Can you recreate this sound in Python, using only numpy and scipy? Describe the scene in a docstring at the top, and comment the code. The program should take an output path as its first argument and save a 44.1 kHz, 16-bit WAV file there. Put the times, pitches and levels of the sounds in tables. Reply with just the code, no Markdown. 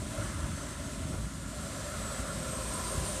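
"""A pickup goes by at the start: noise for its tyres and rumble, and a hum that drops in pitch.
A heavy diesel truck comes closer: its roar, growl and hiss, made of coloured noise, run throughout and
are louder by the end. Its exhaust drones on low tones that drift slightly in pitch, a gear whines,
and two turbocharger whistles climb. Low noise and short pulses make the wind buffeting the microphone.
The sound is mono."""
import sys
import numpy as np
from scipy import signal
from scipy.fft import rfft, irfft, next_fast_len
from scipy.io import wavfile
from scipy.ndimage import uniform_filter1d, map_coordinates

SR = 44100
rng = np.random.default_rng(int(sys.argv[2]) if len(sys.argv) > 2 else 0)


def bounce(signal):
    """Save signal as a 16-bit WAV file at the path given by the first command-line argument."""
    frames = np.transpose(np.atleast_2d(signal))
    limited = np.clip(frames, -1, 1)
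    pcm = np.round(limited * 32767).astype(np.int16)
    wavfile.write(sys.argv[1], SR, pcm)


N = 141120  # samples, 3.2 s
T = np.arange(N) / SR  # time of each sample, s


def amp(db):
    """Turn decibels into a gain."""
    return 10 ** (np.asarray(db) / 20)


def unit(x):
    """Scale a signal to an average strength (rms) of 1."""
    return x / np.sqrt(np.mean(x ** 2) + 1e-20)


def curves(rows):
    """Draw straight lines between the rows: one curve for each column after the time."""
    times, *columns = np.transpose(rows)
    return [np.interp(T, times, column) for column in columns]


def wobble(rate):
    """A smooth random curve through `rate` random points a second."""
    return map_coordinates(rng.standard_normal(4096), [T * rate + 2], mode="wrap")


def filtered(x, response):
    """Multiply each frequency of x by the gain that response(hz) gives."""
    length = next_fast_len(N + 8192)  # spare room so the end does not wrap onto the start
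    hz = np.fft.rfftfreq(length, 1 / SR)
    return irfft(rfft(x, length) * response(hz), length)[:N]


def rush(spectrum, patchy_db):
    """Noise of rms 1, coloured by a spectrum, with random louder and softer patches."""
    grid = signal.stft(rng.standard_normal(N), nperseg=512)[2]
    # smooth random gains over frequency, then over time
    patches = uniform_filter1d(rng.standard_normal(grid.shape), size=6, axis=0)
    patches = uniform_filter1d(patches, size=12, axis=1)
    noise = signal.istft(grid * amp(patchy_db * unit(patches)), nperseg=512)[1][:N]
    points_hz, points_db = np.transpose(spectrum)

    def colour(hz):
        return amp(np.interp(np.log(hz + 1), np.log(points_hz), points_db))

    return unit(filtered(noise, colour))


def tone(hz, width_hz, rough):
    """A tone of rms 1 that follows a pitch; its rough share is smeared into a narrow band."""
    share = np.clip(rough, 0, 1)
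    smear = wobble(2 * width_hz) + 1j * wobble(2 * width_hz)
    scatter = np.sqrt(1 - share) + np.sqrt(share / 2) * smear
    turns = np.cumsum(hz * np.ones(N)) / SR
    return unit(np.real(scatter * np.exp(2j * np.pi * turns)))


# Strength of the wind, before WIND_DB: (time [s], level [dB])
GUSTS = [(0.0, -46), (0.28, -35.5), (0.32, -57), (0.43, -33), (0.65, -46), (0.68, -46), (0.81, -61),
         (0.83, -45), (1.27, -36), (1.31, -67), (1.33, -46), (1.98, -42.5), (2.05, -35.5), (2.15, -47.5),
         (2.2, -35), (2.25, -44), (2.96, -40.5), (2.99, -37.5), (3.07, -40), (3.2, -50)]
# Colour of the buffeting: (frequency [Hz], relative level [dB])
BUFFET = [(15, -25), (30, -25), (42, -4), (60, 4.5), (85, -3.5), (120, -4), (200, -11), (330, -19.5),
          (600, -36), (1500, -65)]
# Short thumps of wind: (time [s], peak level [dB], length [s])
THUMPS = [(1.056, -26, 0.0022), (1.111, -28, 0.0023), (1.143, -32.5, 0.0012), (1.186, -27, .004),
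          (2.984, -22, 0.0043)]
WIND_DB = -2  # added to the gust levels


def wind():
    """Moving air pushes on the microphone: low noise in gusts, plus short push-and-pull thumps."""
    gust_db, = curves(GUSTS)
    air = amp(gust_db + WIND_DB) * rush(BUFFET, patchy_db=1.0)
    for time, peak_db, length in THUMPS:
        u = (T - time) / length
        air = air + amp(peak_db) * (1 - 2 * u ** 2) * np.exp(-u ** 2)
    return air


# Colour of the pickup's tyre noise: (frequency [Hz], relative level [dB])
PICKUP_TYRES = [(300, -17), (380, 5), (470, -22), (580, -7), (720, -25), (850, -2), (1000, 7), (1220, -1.5),
                (1400, 7.5), (1600, -0.5), (2050, 1), (2400, -11), (3000, -11), (4000, -19), (5000, -26.5),
                (9000, -38)]
# Colour of the pickup's rumble: (frequency [Hz], relative level [dB])
PICKUP_RUMBLE = [(40, -35), (80, 10), (130, -0.5), (200, -3.5), (270, -1), (330, -5.5), (400, -13),
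                 (480, -22), (900, -45)]
NEAREST_S, DISTANCE_M, SPEED_M_PER_S = 0.292, 12, 17  # moment and distance of the closest point
TYRES_DB, RUMBLE_DB, HUM_DB = -50.5, -42, -50.5  # levels at the closest point
HUM_HZ = 286.3  # before the Doppler shift


def pickup():
    """Sound fades with distance, and the Doppler effect drops the hum's pitch as the pickup passes."""
    metres = np.hypot(DISTANCE_M, SPEED_M_PER_S * (T - NEAREST_S))
    doppler = 1 - np.gradient(metres) * SR / 343  # speed of sound 343 m/s
    hum = amp(HUM_DB) * tone(HUM_HZ * doppler, width_hz=5.2, rough=0.18)
    tyres = amp(TYRES_DB) * rush(PICKUP_TYRES, patchy_db=1.5)
    rumble = amp(RUMBLE_DB) * rush(PICKUP_RUMBLE, patchy_db=2.5)
    return DISTANCE_M / metres * (hum + tyres + rumble)


# Colour of the truck's tyre roar: (frequency [Hz], relative level [dB])
AXLES = [(50, -9), (90, -9), (140, -3), (250, -5.5), (350, 6.5), (430, 0.5), (480, -5), (620, -11),
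         (800, -8), (900, -10), (1020, 7), (1200, -8.5), (1400, -16), (1700, -18), (2300, -17),
         (3000, -15.5), (5500, -13), (9000, -9), (13000, -24.5), (15000, -45)]
AXLES_DB, AXLES_RISE_DB_PER_S, AXLES_ABREAST_S = -42.5, 22.5, 2.72  # AXLES_DB once alongside


def axles():
    """The truck's tyre roar swells until its axles come alongside, then holds."""
    level_db = AXLES_DB + AXLES_RISE_DB_PER_S * np.minimum(T - AXLES_ABREAST_S, 0)
    return amp(level_db) * rush(AXLES, patchy_db=1.6)


# Low exhaust tones: (multiple of the drone pitch [ratio], relative level [dB])
DRONE = [(1, 1.5), (1.5, -2.5), (3, -6), (4, -6.5), (6, -13.5)]
# Colour of the exhaust rumble: (frequency [Hz], relative level [dB])
EXHAUST = [(50, -8), (80, 0.5), (125, -3), (165, 0), (215, 0), (260, -3), (310, -15.5), (400, -17),
           (500, -43), (1000, -70)]
# Loudness of the gear whine: (time [s], level [dB])
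GEAR = [(0, -86), (1.4, -74.5), (1.9, -60), (2.6, -52), (3.2, -54.5)]
DRONE_HZ, GEAR_HZ = 54.5, 525  # the drone drifts slightly around its pitch
DRONE_DB, EXHAUST_DB = -51.5, -44.5  # levels halfway through
EXHAUST_GROWS_DB_PER_S = 1.5


def drivetrain():
    """Exhaust tones drift in pitch together over a rumble, both growing; a gear whines."""
    drone_hz = DRONE_HZ * (1 + 0.0081 * wobble(4.01))
    drone = sum(amp(db) * tone(multiple * drone_hz, width_hz=4, rough=0.23) for multiple, db in DRONE)
    exhaust = amp(DRONE_DB) * drone + amp(EXHAUST_DB) * rush(EXHAUST, patchy_db=1.5)
    growth = amp(EXHAUST_GROWS_DB_PER_S * (T - T.mean()))
    gear_db, = curves(GEAR)
    gear = amp(gear_db) * tone(GEAR_HZ, width_hz=6, rough=0.089)
    return growth * exhaust + gear


# Pitch of the main turbocharger whistle: (time [s], frequency [Hz])
TURBO = [(0, 5880), (.5, 6170), (1, 6520), (1.4, 6870), (1.8, 7410), (2.07, 7830), (2.3, 8080), (2.6, 8420),
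         (2.9, 8700), (3.2, 9020)]
# Loudness of both whistles: (time [s], main level [dB], upper level before flicker [dB])
WHISTLE = [(0, -67, -59), (.45, -64, -59), (.62, -56, -69), (.88, -63, -68), (1.06, -69, -62),
           (1.25, -63, -66), (1.62, -59, -67), (2.05, -51.5, -73), (2.4, -50.5, -69), (2.8, -46, -65),
           (3.2, -43, -68)]
UPPER_RATIO = 11 / 7  # upper pitch over main pitch
WHISTLE_WIDTH_HZ, WHISTLE_ROUGH = 36, .8
UPPER_WIDTH_HZ, UPPER_FLICKER_DB = 140, 1


def turbo():
    """Two blade tones of one shaft rise together as it spools up, fluttering in the turbulent air."""
    main_hz, = curves(TURBO)
    main_db, upper_db = curves(WHISTLE)
    main = amp(main_db) * tone(main_hz, WHISTLE_WIDTH_HZ, WHISTLE_ROUGH)
    flicker_db = UPPER_FLICKER_DB * wobble(8.14)
    upper = amp(upper_db + flicker_db) * tone(UPPER_RATIO * main_hz, UPPER_WIDTH_HZ, rough=0.68)
    return main + upper


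# The truck's loudness, before the trims below:
# (time [s], roar level [dB], growl level [dB], hiss and rasp level [dB])
TRUCK = [(0.0, -48, -55, -50), (0.04, -44, -53, -49), (0.07, -51, -55, -49), (0.2, -42.5, -46, -47.5),
         (0.22, -48, -44.5, -47), (0.41, -51.5, -49.5, -49), (0.44, -49.5, -47, -49),
         (1.1, -50, -53, -49.5), (1.14, -43.5, -49.5, -49), (1.24, -55, -51.5, -50.5),
         (1.42, -54, -52.5, -52), (1.66, -45.5, -46.5, -47), (2.16, -44.5, -42.5, -45.5),
         (2.31, -44, -44, -47), (3.13, -45, -45, -44), (3.2, -41, -48, -45)]
# Colour of the engine roar: (frequency [Hz], relative level [dB])
ROAR = [(300, -25), (400, -11), (470, -16.5), (540, -3), (590, -0.5), (650, -3), (700, -10), (780, -13),
        (900, -29), (1200, -55), (3000, -68)]
# Colour of the growl: (frequency [Hz], relative level [dB])
GROWL = [(500, -30), (880, -13), (980, -4), (1100, -2.5), (1210, -3.5), (1370, 3.5), (1560, -8), (1710, -2),
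         (1850, -10), (2100, -8.5), (2280, -22.5), (2700, -31.5), (4000, -40)]
# Colour of the bright mechanical rasp: (frequency [Hz], relative level [dB])
RASP = [(900, 0.5), (1700, -1.5), (2100, 2), (2500, 3.5), (3500, 3), (4700, -7), (6500, 3.5), (9000, -45)]
# Colour of the air hiss: (frequency [Hz], relative level [dB])
HISS = [(2000, -23), (4000, -8), (6500, -10.5), (7600, -3), (8400, -2.5), (9300, -5), (10200, -12.5),
        (11500, -17), (13400, -21), (14300, -37), (15200, -41)]
ROAR_DB, GROWL_DB, RASP_DB, HISS_DB = -1, -2, -3.5, 1  # trims added to the table's levels
HISS_FLUTTER_DB = 0.63


def truck():
    """Engine, mechanical and air noise in four bands, with dips and swells, louder by the end."""
    roar_db, growl_db, hiss_db = curves(TRUCK)
    roar = amp(roar_db + ROAR_DB) * rush(ROAR, patchy_db=1.14)
    growl = amp(growl_db + GROWL_DB) * rush(GROWL, patchy_db=1.43)
    rasp = amp(hiss_db + RASP_DB) * rush(RASP, patchy_db=1)
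    flutter_db = HISS_FLUTTER_DB * wobble(30.1)
    hiss = amp(hiss_db + HISS_DB + flutter_db) * rush(HISS, patchy_db=0.86)
    return roar + growl + rasp + hiss


def scene():
    """Add up all the sources and send the same sound to both channels."""
    mono = wind() + pickup() + axles() + drivetrain() + turbo() + truck()
    return np.array([mono, mono])


LOW_CUT_HZ, TOP_HZ = 31, 15200


def record(dry):
    """Roll off the deepest bass and remove everything from the top limit upward."""
    def band(hz):
        return (hz < TOP_HZ) * hz ** 3 / np.sqrt(hz ** 6 + LOW_CUT_HZ ** 6)

    return np.array([filtered(x, band) for x in dry])


dry = scene()
out = record(dry)
bounce(out)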